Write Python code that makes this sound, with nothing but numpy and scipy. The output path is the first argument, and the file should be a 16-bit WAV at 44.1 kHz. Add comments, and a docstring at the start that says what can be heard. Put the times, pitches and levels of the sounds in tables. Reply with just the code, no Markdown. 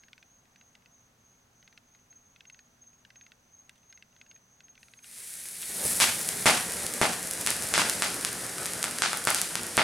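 """A fountain firework on a lawn at night, told in order of time. Night air, a faint hum and far crickets lie
underneath; dry ticks ring in short runs, a small flame spits bursts of hiss and a near cricket chirps in pairs
of tones. A primer hisses, then the charge catches: filtered noise roars, rushes and sizzles with the gas flow,
through a resonant tube, and the jet pops twice. After the flare, stars burst as short pulses, come back from
walls and foliage, and drive a limiter."""
import sys
import numpy as np
from scipy import signal
from scipy.fft import rfft, irfft, next_fast_len
from scipy.io import wavfile
from scipy.ndimage import uniform_filter1d, minimum_filter1d

SR = 44100
rng = np.random.default_rng(int(sys.argv[2]) if len(sys.argv) > 2 else 0)


def store_wav(level_fs):
    """Save 16-bit WAV to argv[1]."""
    pcm = np.round(np.clip(np.atleast_2d(level_fs), -1, 1) * 32767)
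    wavfile.write(sys.argv[1], SR, pcm.T.astype(np.int16))


N = 433503

# the primer starts, the charge catches, the charge flares [s]
PRIMER_S, CATCH_S, FLARE_S = 4.79, 5.032, 5.86


def from_db(db):
    """Decibels to gain."""
    return 10 ** (np.asarray(db) / 20)


def rms_one(x):
    """Scale to unit rms."""
    return x / np.sqrt(np.mean(x ** 2) + 1e-20)


def in_time(rows):
    """Each column of a time curve, read at every sample."""
    s, *columns = np.transpose(rows)
    return [np.interp(np.arange(N) / SR, s, c) for c in columns]


def at_hz(points, hz):
    """Read a spectrum on a log-frequency axis."""
    known, value = np.transpose(points)
    return np.interp(np.log(np.maximum(hz, 1)), np.log(known), value)


def die_away(t, t60):
    """Exponential decay that falls 60 dB in t60 seconds."""
    return np.exp(-np.log(1000) * t / t60)


def swell_at(s, rise_s, fall_s):
    """Grows to 1 at a given moment, then dies away."""
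    t = np.arange(N) / SR - s
    return np.exp(-np.abs(t) / np.where(t < 0, rise_s, fall_s))


def band(x, hz, kind, order=2):
    """Butterworth filter."""
    hz = np.clip(hz, 10, SR / 2 - 500)
    sections = signal.butter(order, hz, kind, fs=SR, output="sos")
    return signal.sosfilt(sections, x + 1e-18)


def drift(rate):
    """Smooth chance with about this many turns a second; spread 1."""
    step = 40   # drawn at every 40th sample
    r = np.exp(-2 * np.pi * rate * step / SR)
    draws = rng.standard_normal(N // step + 2002)
    slow = signal.lfilter([1], [1, -2 * r, r * r], draws)[2000:]   # skip the settling
    return np.interp(np.arange(N) / step, np.arange(len(slow)), rms_one(slow))


def stereo_noise(colour, likeness, size, grain_db=0):
    """Noise of a given colour and graininess whose two sides are partly alike; rms 1."""
    padded = next_fast_len(size)
    hz = np.arange(padded // 2 + 1) * SR / padded
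    grains = from_db(grain_db * np.minimum(rng.standard_normal(padded), 3))
    noise = rng.standard_normal((2, padded)) * grains
    mid, side = rfft(noise) * from_db(at_hz(colour, hz))
    alike = np.clip(at_hz(likeness, hz), -1, 1)
    spectra = np.sqrt(1 + alike) * mid + np.sqrt(1 - alike) * side * [[1], [-1]]
    return rms_one(irfft(spectra, padded)[:, :size])


def port_ring(x, hz=9500, width_hz=2600, boost_db=7, top_hz=12500):
    """Sharp fronts set the microphone port ringing: a two-pole resonance, then a softened top."""
    r = np.exp(-np.pi * width_hz / SR)
    edge = (1 - r * r) / 2
    poles = [1, -2 * r * np.cos(2 * np.pi * hz / SR), r * r]
    peak = signal.lfilter([edge, 0, -edge], poles, x + 1e-18)
    return band(x + from_db(boost_db) * peak, top_hz, "low")


# colour of the night air: (frequency [Hz], level [dB per Hz])
NIGHT_COLOUR = [(25, -7), (80, 0.5), (150, -0.5), (240, -1), (330, -8), (700, -6.5), (1500, -8.5),
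                (3000, -14.5), (7000, -19), (10000, -23.5), (15500, -26)]
# left-right likeness of the night air: (frequency [Hz], likeness [0-1])
NIGHT_WIDTH = [(60, 0.96), (130, 1), (290, 0.77), (640, 0.27), (1400, 0), (3100, 0), (7000, 0.36),
               (15000, .98)]


def night_air(level_db=-66):
    """A steady bed of coloured noise, its stereo width set by frequency."""
    return from_db(level_db) * stereo_noise(NIGHT_COLOUR, NIGHT_WIDTH, N)


# a faint distant hum: (frequency [Hz], level [dB rms])
HUM_TONES = [(122, -80), (242, -82)]


def hum(waver_hz=2):
    """Two faint, slightly wavering low tones."""
    out = np.zeros(N)
    for hz, db in HUM_TONES:
        phase = 2 * np.pi * np.cumsum(hz + waver_hz * drift(3.15)) / SR
        out += from_db(db) * rms_one(np.sin(phase))
    return out


# far crickets: (pitch [Hz], waver [Hz], level [dB rms], phrases [per s], first phrase [s],
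# wing strokes [per s])
FAR_CRICKETS = [(6550, 45, -70.5, 3.08, 0.004, 15), (6070, 11.2, -78, 2.65, 0.23, 6.3),
                (6000, 37, -78, 2.8, 0.23, 19), (6280, 130, -73, 3.1, 0.32, 23)]


def far_crickets(phrase_db, stroke_db=3, count=2):
    """Pairs of distant crickets trill on wavering tones, throbbing in phrases and wing strokes."""
    t, out = np.arange(N) / SR, np.zeros(N)
    for hz, waver_hz, db, phrases, first, strokes in FAR_CRICKETS:
        tone = np.zeros(N)
        for _ in range(count):
            tone += np.sin(2 * np.pi * np.cumsum(hz + waver_hz * drift(30.1)) / SR)
        throb = phrase_db * np.cos(2 * np.pi * phrases * (t - first) + 0.21 * drift(1))
        throb += stroke_db * np.cos(2 * np.pi * strokes * t + drift(4.1))
        out += from_db(db) * rms_one(tone * from_db(throb))
    return out


# single ticks and evenly paced runs, accents alternating in sign:
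# (start [s], length [s], relative level [dB], accent of the first tick [dB])
RUNS_OF_TICKS = [(0.035, .192, -42.5, 2.5), (.559, .053, -44.5, 2), (.752, 0, -43, 1), (.859, 0, -47, 1.5),
                 (1.627, .149, -44.5, -2.5), (1.949, 0, -49, -0.5), (2.127, 0, -50, 2),
                 (2.361, .230, -44, -2.5), (3.0498, .269, -42.5, -0.5), (3.694, 0, -41, 3),
                 (3.926, .098, -42, 2.5), (4.164, .198, -44.5, -4.5), (4.605, 0, -42.5, -0.5),
                 (4.683, 0.0044, -49, 2), (4.754, 0, -48, 1), (4.777, .266, -44, -3)]
TICK_GAP_S = .05   # rough pace; each run divides its length evenly
STRAY_TICKS_PER_S, STRAY_TICK_DB = 2, -58   # faint ones at random moments


def tick_times():
    """Every tick of the runs, and faint strays until the charge catches, as (s, dB, accent dB)."""
    rows = []
    for start, length, db, accent_db in RUNS_OF_TICKS:
        times = np.linspace(start, start + length, 1 + round(abs(length) / TICK_GAP_S))
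        rows += [(s, db, accent_db * (-1) ** k) for k, s in enumerate(times)]
    strays = CATCH_S * rng.random(int(STRAY_TICKS_PER_S * CATCH_S))
    return rows + [(s, STRAY_TICK_DB, 0) for s in strays]


# what a tick rings with: (frequency [Hz], relative level [dB], t60 [s])
TICK_RING = [(1510, -12.5, 0.029), (2035, -9.5, 0.022), (2630, -8, 0.022), (3480, -11, 0.0056),
             (4020, -13.5, 0.0057), (7900, -19.5, .005)]
TICK_SPREAD_DB = 1.5
TICK_CENTRE_HZ, TICK_OCTAVES_PER_DB = 2150, 0.0645   # accented ticks are brighter


def ticks(level_db=1, tilt_db=7, scatter_db=2, detune=0.05, rasp_db=-8.5, rasp_t60=0.02):
    """Small dry ticks: a short rasp over a few modes, each time a little differently tuned."""
    hz, mode_db, t60 = np.transpose(TICK_RING)
    flip = (-1) ** np.arange(len(hz))   # neighbouring modes start in opposite directions
    t, out = np.arange(1800) / SR, np.zeros(N)
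    for s, db, accent_db in tick_times():
        force_db = accent_db + TICK_SPREAD_DB * rng.standard_normal()
        strength, tuning = rng.standard_normal((2, len(hz)))
        # dull ticks favour the low modes
        brightness = np.log2(TICK_CENTRE_HZ / 2400) + TICK_OCTAVES_PER_DB * force_db
        lean = tilt_db * brightness * np.log2(hz / 2700)
        gain = from_db(mode_db + lean + scatter_db * strength) * flip
        tuned_hz = hz * (1 + detune * tuning)
        modes = np.sin(2 * np.pi * np.outer(t, tuned_hz)) * die_away(t[:, None], t60)
        rasp = rms_one(band(rng.standard_normal(len(t)), [1400, 5000], "band", order=3))
        rasp = rasp * die_away(t, rasp_t60)
        at = int(s * SR)
        out[at:at + len(t)] += from_db(level_db + db + force_db) * (modes @ gain + from_db(rasp_db) * rasp)
    return band(out, 1400, "high", order=3)


# short bursts of hiss: the small flame spits, and the last two pop from the jet after it catches: (time [s],
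# relative level [dB], t60 [s])
HISS_SPITS = [(.728, -53, .02), (3.6943, -28.5, 0.0088), (3.757, -48, .04), (3.779, -51, .03),
              (4.342, -56, 0.022), (4.375, -54, .02), (5.455, -29, .03), (5.628, -23.5, 0.052)]


def spits(level_db=-6.0):
    """Very short bursts of bright, fast-decaying hiss from the flame, and two pops from the jet."""
    t, out = np.arange(2000) / SR, np.zeros(N)
    for s, db, t60 in HISS_SPITS:
        at = int(s * SR)
        hiss = rng.standard_normal(len(t)) * die_away(t, t60)
        out[at:at + len(t)] += from_db(db + level_db) * hiss
    return port_ring(band(out, [2000, 4000], "band", order=1))


# the near cricket's double chirps: (time [s])
DOUBLE_CHIRPS = [2.099, 2.466, 2.811, 3.157, 3.531, 3.889, 4.288, 4.634, 4.968, 5.402]
CHIRP_HZ, CHIRP_S, CHIRP_GAP_S = 6420, 0.029, .053   # pitch, stroke length, start to start


def near_cricket(level_db=-50.5, echo_db=-10, echo_s=0.021):
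    """Two wing strokes a chirp, each a nearly pure tone with an echo behind it."""
    t, strokes = np.arange(N) / SR, np.zeros(N)
    stroke = np.sin(np.linspace(0, np.pi, int(CHIRP_S * SR)))
    for s in DOUBLE_CHIRPS:
        for start in (s, s + CHIRP_GAP_S):
            at = int(start * SR)
            strokes[at:at + len(stroke)] += from_db(level_db) * stroke
    song = strokes * np.sin(2 * np.pi * np.cumsum(CHIRP_HZ + 12 * drift(24.0)) / SR)
    return song + from_db(echo_db) * np.interp(t - echo_s, t, song)


# the cardboard tube deepens as it burns empty: (time [s], resonance [Hz], resonance level [dB])
TUBE_RING = [(5.0, 2430, 0), (6.2, 2280, -15), (7.0, 1850, -21), (7.8, 1460, -4), (8.6, 1420, -3.5),
             (9.2, 1400, 0), (9.83, 1370, -14)]


def tube(x, width_hz=320, overtone=3.42, overtone_db=-9):
    """The air in the tube rings at a sinking pitch, with one overtone."""
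    hz, db = in_time(TUBE_RING)
    r, out = np.exp(-np.pi * width_hz / SR), x
    for multiple, mode_db in [(1, 0), (overtone, overtone_db)]:
        # shift the resonance down to 0 Hz, smooth there, shift back
        turn = np.exp(2j * np.pi * multiple * np.cumsum(hz) / SR)
        ring = turn * signal.lfilter([1 - r], [1, -r], x * turn.conj())
        out = out + 2 * from_db(db + mode_db) * np.real(ring)
    return out


# hard echoes: (delay [s], level [dB], dull above [Hz], right ear later by [ms])
WALL_ECHOES = [(.0025, -52, 1960, 0), (0.0169, -7, 1530, .05), (0.0394, -7.5, 1960, -.05),
               (.0740, -24, 1500, 0)]


def wall_echoes(x):
    """A few dull, separate reflections, some reaching the two ears at slightly different times."""
    out = np.zeros((2, N))
    for delay, db, dull_hz, later_ms in WALL_ECHOES:
        echo = from_db(db) * band(x, dull_hz, "low", order=1)
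        for side, lag in enumerate([delay, delay + later_ms / 1000]):
            n = max(1, int(lag * SR))
            out[side, n:] += echo[side, :-n]
    return out


def sparks(per_s, spread_db):
    """Metal grains flash at random, a few much louder than the rest."""
    born = rng.random(N) < per_s * from_db(3 * drift(8)) / SR
    sizes = from_db(spread_db * np.minimum(rng.exponential(1, N), 6))
    return rms_one(port_ring(band(born * sizes, 2470, "high")))


# jet colour: (frequency [Hz], level [dB per Hz])
GAS_COLOUR = [(35, -21), (80, -3.5), (130, -2), (185, 1), (310, -3), (450, -1.5), (650, -4), (1100, -9),
              (1900, -1.5), (3100, -8.5), (6500, -2.5), (10000, 6), (12500, -4), (16000, -19)]
# left-right likeness of the jet: (frequency [Hz], likeness [0-1])
GAS_WIDTH = [(40, 1), (130, 1), (290, 1), (640, 0.98), (1400, 0.87), (3100, 0.82), (7000, 1), (15000, 1)]
# gas flow as the charge catches, opens up and burns on: (time [s], level [dB re full flow])
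GAS_FLOW = [(5.04, -21.5), (5.16, -16), (5.23, -13.5), (5.55, -11), (5.78, -4.5), (5.87, 0), (6.3, -0.5),
            (6.68, 0.5), (6.9, 0.5), (7.2, -0.96), (7.85, 1.5), (8.4, -.5), (8.95, -1.35), (9.3, -2),
            (9.83, -0.5)]
# the finest hiss brightens around the flare and then dulls: (time [s], level added to the top [dB])
TOP_SHEEN = [(5.0, -1), (6.0, 3), (6.8, -8.5), (7.8, -8), (9.83, -18)]
# each voice of the jet: base level at full flow [dB], and its dB per dB of flow
ROAR_DB, ROAR_FOLLOWS = -42, 1.63
RUSH_DB, RUSH_FOLLOWS = -39, 1
SIZZLE_DB, SIZZLE_FOLLOWS = -34.5, 0.67
ROAR_TOP_HZ = 1390   # the roar gives way to the rush here
PRIMER_DB = -15   # the primer hisses faintly until the charge catches
# the charge flares once: a short low puff and a longer flash of sizzle
PUFF_DB, PUFF_RISE_S, PUFF_FALL_S = 8, 0.059, 0.011
FLASH_DB, FLASH_RISE_S, FLASH_FALL_S = 5, 0.028, 0.17
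SIZZLE_FADE_DB_PER_S = 0.78   # after the flare
COLD_DB, WARM_UP_S = -6.5, 0.21   # the metal sizzles less until it is hot
# the narrow nozzle adds a thin hiss until it burns wide after the flare
NOZZLE_DB, NOZZLE_FOLLOWS, NOZZLE_FADE_DB_PER_S = -48, 0.91, 21
NOZZLE_LOW_HZ, NOZZLE_HIGH_HZ = 2760, 4900


def jet(spark_db=-5, spark_spread_db=4):
    """Turbulent gas: a lumpy roar, a rush above it, and a sizzle of burning metal, driven by the flow."""
    t, (flow,) = np.arange(N) / SR, in_time(GAS_FLOW)
    since_flare = np.maximum(t - FLARE_S, 0)
    # voice levels in dB
    roar = ROAR_DB + ROAR_FOLLOWS * flow + PUFF_DB * swell_at(FLARE_S, PUFF_RISE_S, PUFF_FALL_S)
    rush = RUSH_DB + RUSH_FOLLOWS * flow
    sizzle = SIZZLE_DB + SIZZLE_FOLLOWS * flow
    sizzle += FLASH_DB * swell_at(FLARE_S, FLASH_RISE_S, FLASH_FALL_S)
    sizzle += COLD_DB * np.clip(1 - (t - CATCH_S) / WARM_UP_S, 0, 1)
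    sizzle -= SIZZLE_FADE_DB_PER_S * since_flare
    nozzle = NOZZLE_DB + NOZZLE_FOLLOWS * flow - NOZZLE_FADE_DB_PER_S * since_flare

    gas = stereo_noise(GAS_COLOUR, GAS_WIDTH, N)
    gas = tube(gas + wall_echoes(gas))
    # the uneven burn shakes the gas voices together; eddies and flashes add their own flutter (dB)
    sputter, eddies, flashes = .7 * drift(20), 1.3 * drift(30), 1.1 * drift(120)
    low = rms_one(band(gas, ROAR_TOP_HZ, "low", order=3))
    middle = rms_one(band(gas, [ROAR_TOP_HZ, 6000], "band", order=3))
    high = rms_one(band(gas, 5450, "high", order=3))
    thin = rms_one(band(gas, [NOZZLE_LOW_HZ, NOZZLE_HIGH_HZ], "band"))
    out = low * from_db(roar + sputter + eddies)
    out += middle * from_db(rush + sputter)
    out += high * from_db(sizzle + sputter + flashes)
    out += thin * from_db(nozzle + sputter)
    out += sparks(per_s=2000, spread_db=spark_spread_db) * from_db(spark_db + sizzle)

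    top = band(out, 9800, "high", order=1)   # a shelf on the finest hiss
    shelf_gain = from_db(in_time(TOP_SHEEN)[0]) - 1
    primer = from_db(PRIMER_DB) * (t > PRIMER_S)
    alight = uniform_filter1d(np.where(t < CATCH_S, primer, 1), size=900)
    return (out + shelf_gain * top) * alight


# small stars crackle at random once the charge has flared; the range reaches down from the level
CRACKLES_PER_S, CRACKLE_DB, CRACKLE_RANGE_DB = 8.3, -12, 4
CRACKLE_MS, CRACKLE_FRONT_HZ = 0.016, 15000


def crackles():
    """Small stars at random moments and strengths, as rows like those of the loud stars."""
    burn_s = N / SR - FLARE_S
    rows = []
    for when, weak in rng.random((int(CRACKLES_PER_S * burn_s), 2)):
        db = CRACKLE_DB - CRACKLE_RANGE_DB * weak
        rows.append((FLARE_S + when * burn_s, db, CRACKLE_MS, CRACKLE_FRONT_HZ))
    return rows


def stars(rows, low_cut_hz=115):
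    """Each star frees a puff of gas; the blast is the slope of that outflow, deeper the longer it lasts."""
    out, t_ms = np.zeros(N), np.arange(400) * 1000 / SR
    for s, db, length_ms, front_hz in rows:
        blast = np.diff(t_ms * np.exp(-t_ms / length_ms))
        front = band(blast / blast.max(), front_hz, "low")
        at = int(s * SR)
        out[at:at + len(blast)] += from_db(db) * front[:N - at]
    return port_ring(tube(band(out, low_cut_hz, "high")))


# sound thrown back by foliage: (frequency [Hz], level [dB])
FOLIAGE_COLOUR = [(60, 9), (160, 9), (300, 1), (450, -5.5), (750, 2), (1050, -2.5), (1400, -0.5),
                  (1900, -1.5), (2600, -1.5), (4000, -2.5), (6000, -2.5), (10000, -7), (15000, -7.5)]
# left-right likeness of the foliage: (frequency [Hz], likeness [0-1])
FOLIAGE_WIDTH = [(130, 0.93), (290, 0.9), (640, 0.74), (1400, 0.71), (3100, 0.6), (7000, 0.85), (15000, 1)]
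LEAF_DB, LEAF_T60_S, LEAF_RISE_S = -4, 0.46, 0.0043


def foliage(x, grain_db=4, clump_db=1.0):
    """Countless leaves scatter each bang into a coarse rush that swells and dies away."""
    t = np.arange(int(SR * .7)) / SR
    swell = (1 - np.exp(-t / LEAF_RISE_S)) * die_away(t, LEAF_T60_S)
    swell = swell * from_db(clump_db * drift(65)[:len(t)])
    leaves = stereo_noise(FOLIAGE_COLOUR, FOLIAGE_WIDTH, len(t), grain_db)
    response = leaves * swell / np.sqrt(np.sum(swell ** 2))
    return from_db(LEAF_DB) * signal.oaconvolve(x, response, axes=1)[:, :N]


# the loudest bursting stars, levels before filtering and limiting:
# (time [s], level [dB], blast length [ms], front dull above [Hz])
LOUD_STARS = [(6.0017, 14, .069, 15000), (6.2896, -4.5, 0.034, 15000), (6.4580, 14.5, 0.13, 15000),
              (6.8658, -9, .025, 15000), (6.9382, -10, .02, 15000), (7.0148, 7.5, .18, 14000),
              (7.3114, -9, 0.016, 15000), (7.4640, -3.5, 0.047, 15000), (7.473, 2.5, 0.073, 12000),
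              (7.5050, -3.5, 0.02, 15000), (7.6233, -10.5, 0.038, 15000), (7.7395, 9.5, 0.06, 8000),
              (7.7788, 7.5, 0.11, 13000), (7.8976, 0, .029, 15000), (8.0223, 4, 0.082, 10000),
              (8.2491, -2.5, .057, 12000), (8.5831, -13, 0.087, 12000), (8.6579, -9.5, 0.063, 14000),
              (8.7352, -11, .021, 14000), (8.8288, -5, 0.038, 13000), (8.8415, -5, 0.11, 13000),
              (8.9861, -9, .056, 13000), (9.0211, 8.5, .065, 7600), (9.1318, -8, 0.16, 9000),
              (9.173, -9, 0.012, 14900), (9.2518, -7.5, 0.0083, 15000), (9.2726, 5, 0.12, 10000),
              (9.304, -1, 0.01, 15000), (9.3468, 4, 0.037, 15000), (9.4159, -1.5, .026, 15000),
              (9.5549, -4.5, 0.089, 12860), (9.7700, -3, 0.02, 14000), (9.778, 11.5, 0.12, 4300)]


def bangs(count=3):
    """Stars burst at different spots, and each spot has its own scatter from the leaves."""
    bursts = LOUD_STARS + crackles()
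    spots = [np.tile(stars(bursts[k::count]), (2, 1)) for k in range(count)]
    direct = sum(spots)
    return direct + wall_echoes(direct) + sum(foliage(spot) for spot in spots)


def scene():
    """The firework in its garden, over the night sounds."""
    night = night_air() + hum() + far_crickets(phrase_db=6)
    firework = (jet() + bangs()) * from_db([[.2], [-.2]])   # a touch to the left
    return night + ticks() + spits() + near_cricket() + firework


def record(dry, ceiling=0.72, cutoff_hz=16000):
    """A fast limiter turns each blast down towards the ceiling; then the top is cut steeply."""
    allowed = np.minimum(1, ceiling / (np.abs(dry).max(axis=0) + 1e-9))
    gain = uniform_filter1d(minimum_filter1d(allowed, size=15), size=15)
    top_cut = signal.ellip(10, .2, 80, cutoff_hz, fs=SR, output="sos")
    return signal.sosfilt(top_cut, dry * gain)


dry = scene()
out = record(dry)
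store_wav(out)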